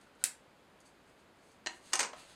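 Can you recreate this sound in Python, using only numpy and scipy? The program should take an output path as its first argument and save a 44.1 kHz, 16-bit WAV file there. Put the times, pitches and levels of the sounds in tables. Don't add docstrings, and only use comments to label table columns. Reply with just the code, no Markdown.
import sys
import numpy as np
from scipy import signal
from scipy.fft import rfft, irfft
from scipy.io import wavfile

SR = 44100
rng = np.random.default_rng(int(sys.argv[2]) if len(sys.argv) > 2 else 0)


def output_pcm(signal):
    pcm = np.clip(np.atleast_2d(signal).T, -1, 1) * 32767
    wavfile.write(sys.argv[1], SR, np.round(pcm).astype(np.int16))


N = 103635
T = np.arange(N) / SR

# pitch_hz, relative_db
HUSH_COLOUR = [(20, -20.5), (60, -7), (120, -7), (200, -3.5), (300, -4), (600, -5.5), (1250, -10),
               (2500, -15.5), (5000, -23), (5700, -30.5), (6500, -26.5), (10000, -30.5), (14700, -39),
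               (16000, -53.5)]
# start_s, level_db
TICKS = [(.012, -44.5), (.068, -51.5), (.151, -49), (.803, -38.5), (.813, -45), (1.516, -43.5)]
# loudest_s, half_length_s, level_db
CREAKS = [(.015, .015, -64), (.068, .017, -63), (.157, .01, -64), (.222, .014, -62)]
# loudest_s, rise_s, fall_s, rub_db, scrape_db
RUBS = [(.03, 0.028, 0.034, -75, -70), (.222, 0.024, 0.015, -68.5, -67), (.86, 0.0094, 0.037, -66.5, -84),
        (1.09, .025, 0.035, -75.5, -87.5), (1.2, .02, 0.031, -76.5, -76), (1.49, 0.1, 0.068, -73.5, -80),
        (1.76, 0.08, 0.031, -66, -85), (1.88, 0.059, 0.11, -63, -63.5), (2.194, 0.039, 0.07, -61.5, -59.5),
        (2.315, 0.043, 0.041, -65.5, -63)]
# pitch_hz, relative_db
RUB_COLOUR = [(100, -39), (1000, -20.5), (3000, -13), (4100, -7.5), (4500, 1), (5000, -4.5), (5700, -9),
              (6500, 2), (7200, -6), (8100, 1), (9300, -5), (10700, -7.5), (13000, -23), (14700, -24),
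              (16000, -38.5)]
# pitch_hz, relative_db
SCRAPE_COLOUR = [(150, -2), (700, -3), (1000, -7.5), (1450, 0.5), (2200, -1.5), (4200, 0), (6000, -18.5),
                 (12000, -35.5)]
# start_s, level_db
SNAP = [(.2394, 1.5)]
# pitch_hz, relative_db
SNAP_COLOUR = [(50, -50), (200, -32), (650, -22), (1000, -28), (1600, -18), (2300, -20), (2800, -18),
               (3300, -19), (4300, -12), (5700, -16), (7000, -14), (7500, -1), (8200, -1), (8700, -5),
               (9500, 1), (10350, 3), (10900, -9), (13000, -19), (16000, -30)]
# pitch_hz, relative_db
SHIVER_COLOUR = [(50, -29), (200, -15.5), (600, -2), (1000, -12.5), (1600, 4), (2700, 1), (3300, -0.5),
                 (4400, 4.5), (5700, 3.5), (8000, 6.5), (10200, 2.5), (11500, 0), (16000, -12)]
# start_s, level_db
CRACKS = [(1.6618, -13), (1.6627, -19), (1.6648, -19.5), (1.669, -13), (1.6712, -8), (1.6724, -46)]
# pitch_hz, relative_db
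CRACK_COLOUR = [(80, -13), (200, -10), (350, 6), (500, -4), (700, 9), (950, 6.5), (1350, 4), (1850, 11.5),
                (2350, -1), (2900, 6.5), (3500, -4.5), (4300, 3.5), (5700, -2.5), (6400, 0.5), (8300, -8),
                (10000, -25), (16000, -62)]
# pitch_hz, relative_db
SHEET_TONES = [(888, 11), (960, -11), (1061, -16), (1582, -23), (1750, 9.5), (1869, -17), (1945, 6),
               (2889, 9.5), (4150, 18), (6304, -8), (6638, -19)]
# start_s, thud_relative_db, click_relative_db, ring_relative_db
BOUNCES = [(1.9235, -25, -45, -45), (1.927, -24, -42, -42), (1.9331, -5, -5, -9), (1.9345, -11, -5, -9),
           (1.937, -9, -5, -9), (1.9545, -13, -13, -14), (1.9556, -18, -7, -5), (1.9922, -6, -6, -8),
           (1.9958, -12, -4, -6), (2.0043, -7, -7, -9), (2.0078, -12, -7, -10), (2.0118, -9, -15, -18),
           (2.0303, -8, -14, -13), (2.047, -15, -28, -24)]
# pitch_hz, relative_db
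THUD_COLOUR = [(30, -52), (100, -23), (180, -10), (330, -2), (550, 0.5), (950, 1.5), (1400, -1),
               (1900, -2.5), (2800, -2.5), (3400, -8.5), (4500, -4), (7000, -2), (15000, -49)]
# pitch_hz, relative_db
CLICK_COLOUR = [(40, -65), (400, -17), (2000, 4), (3500, -6.5), (4600, 3), (5400, -3.5), (5750, -19),
                (6200, 6), (7400, 0), (8400, 1), (9800, -11), (11000, -11.5), (12500, -21), (14500, -28),
                (16000, -46)]
# pitch_hz, relative_db
WHEEL_TONES = [(2497, -2), (2850, 7), (3415, -32), (4390, -5), (4904, -20), (5593, -6), (6009, 11),
               (6126, -1), (6395, -2), (6673, 1), (6800, -5), (7050, -10), (8185, 1), (8290, 11),
               (9430, 3.5)]
# start_s, level_db
SETTLES = [(2.132, -21), (2.147, -36), (2.163, -31), (2.188, -42)]
# pitch_hz, relative_db
SETTLE_COLOUR = [(100, -25), (400, -14), (680, 6.5), (830, -9), (1000, 0.5), (1400, -8), (2300, -8.5),
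                 (4300, -14.5), (6000, -16), (15000, -44)]
# delay_s, level_db
ECHOES = [(.0038, -17), (.0082, -12), (.016, -20)]
# pitch_hz, fade_s
ROOM_FADES = [(150, 0.29), (900, 0.3137), (2500, 0.28), (7000, 0.21), (14000, .18)]
# pitch_hz, relative_db
ROOM_COLOUR = [(150, -0.5), (900, 4.5), (2000, 0.5), (4500, -2), (8500, 0), (15000, -4.5)]


def gain(db):
    return 10 ** (np.asarray(db) / 20)


def unit(x):
    return x / np.sqrt(np.sum(x ** 2))


def along(points, hz):
    pitches, values = np.array(points).T
    return np.interp(np.log(hz + 1), np.log(pitches), values)


def through(x, response):
    return signal.fftconvolve(x, response)[:len(x)]


def colour(points, size=2048):
    hz = np.arange(size // 2 + 1) * SR / size
    cepstrum = irfft(np.log(gain(along(points, hz))))
    cepstrum[1:size // 2] *= 2
    cepstrum[size // 2 + 1:] = 0
    return unit(irfft(np.exp(rfft(cepstrum))))


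def blows(rows, column=1):
    out = np.zeros(N)
    for row in rows:
        out[int(row[0] * SR)] += gain(row[column])
    return out


def fade(fade_s):
    return np.exp(-np.log(1000) * T / fade_s)


def wood(hits, points, fade_s, body_db):
    out = np.zeros(N)
    for i in np.flatnonzero(hits):
        knock = gain(body_db) * unit(rng.standard_normal(N) * fade(fade_s))
        knock[0] += 1
        out[i:] += hits[i] * unit(knock)[:N - i]
    return through(out, colour(points))


def ring(hits, tones, fade_s, scatter_db=2, detune=.005, size=12000):
    out = np.zeros(N + size)
    hz, db = np.array(tones).T
    for i in np.flatnonzero(hits):
        weight, side, shift = rng.standard_normal((3, len(tones)))
        pitches = hz * (1 + detune * shift)
        waves = np.sin(2 * np.pi * np.outer(pitches, T[:size])) * fade(fade_s)[:size]
        strengths = np.sign(side) * gain(db + scatter_db * weight)
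        out[i:i + size] += hits[i] * unit(strengths @ waves)
    return out[:N]


def hush():
    return gain(-63) * through(rng.standard_normal(N), colour(HUSH_COLOUR))


def ticks():
    return wood(blows(TICKS), RUB_COLOUR, fade_s=.056, body_db=10.5)


def creaks(pitch_hz=1450, width_hz=52):
    strain = sum(gain(db) * np.exp(-((T - at) / half_length) ** 2) for at, half_length, db in CREAKS)
    tone = np.sin(2 * np.pi * pitch_hz * T) * np.exp(-np.pi * width_hz * T)
    return through(strain * rng.standard_normal(N), unit(tone))


def fingers():
    swells = [np.exp(-((T - at) / np.where(T < at, rise, fall)) ** 2) for at, rise, fall, _, _ in RUBS]
    rub_db, scrape_db = np.array(RUBS).T[-2:]
    out = np.zeros(N)
    for points, levels in (RUB_COLOUR, rub_db), (SCRAPE_COLOUR, scrape_db):
        roughness = gain(2.87 * rng.exponential(size=N))
        catches = unit(rng.standard_normal(N) * roughness) * np.sqrt(N)
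        loudness = gain(levels) @ np.array(swells)
        out += through(catches * loudness, colour(points))
    return out


def bend(x, travel_s=.0005, pitch_hz=9000):
    hz = np.arange(N // 2 + 1) * SR / N
    lag_cycles = 2 * travel_s * np.sqrt(pitch_hz * hz)
    return irfft(rfft(x) * np.exp(-2j * np.pi * lag_cycles), N)


def first_tab():
    hits = blows(SNAP)
    tear = wood(hits, SNAP_COLOUR, fade_s=.008, body_db=-2)
    shiver = through(unit(rng.standard_normal(N) * fade(.1)), colour(SHIVER_COLOUR))
    return bend(tear + gain(-6.5) * through(hits, shiver))


def last_tab():
    hits = blows(CRACKS)
    cracks = wood(hits, CRACK_COLOUR, fade_s=.021, body_db=2.5)
    return cracks + gain(-9) * ring(hits, SHEET_TONES, fade_s=.05)


def falling_wheel():
    thud = wood(blows(BOUNCES, column=1), THUD_COLOUR, fade_s=.066, body_db=10)
    click = wood(blows(BOUNCES, column=2), CLICK_COLOUR, fade_s=.0083, body_db=11)
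    ringing = ring(blows(BOUNCES, column=3), WHEEL_TONES, fade_s=.1)
    return gain(-1.5) * thud + gain(-2) * click + gain(-5.5) * ringing


def settling_wheel():
    return wood(blows(SETTLES), SETTLE_COLOUR, fade_s=.084, body_db=16)


def room(x, build_s=.015):
    noise = rfft(rng.standard_normal(N))
    hz = np.arange(N // 2 + 1) * SR / N
    octaves_hz = 125 * 2. ** np.arange(8)
    tail = np.zeros(N)
    for centre_hz, share in zip(octaves_hz, np.eye(len(octaves_hz))):
        band = along(list(zip(octaves_hz, share)), hz)
        tail += irfft(noise * band, N) * fade(along(ROOM_FADES, centre_hz))
    build_up = 1 - np.exp(-(T / build_s) ** 2)
    tail = unit(through(tail * build_up, colour(ROOM_COLOUR)))
    return x + through(x, blows(ECHOES) + gain(-10.5) * tail)


def scene():
    knocks = first_tab() + last_tab() + falling_wheel() + settling_wheel()
    handling = ticks() + fingers() + creaks()
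    return (room(knocks + handling) + hush())[None]


def record(dry):
    top_hz = 16000
    return signal.sosfilt(signal.ellip(8, .2, 70, top_hz, fs=SR, output="sos"), dry)


dry = scene()
out = record(dry)
output_pcm(out)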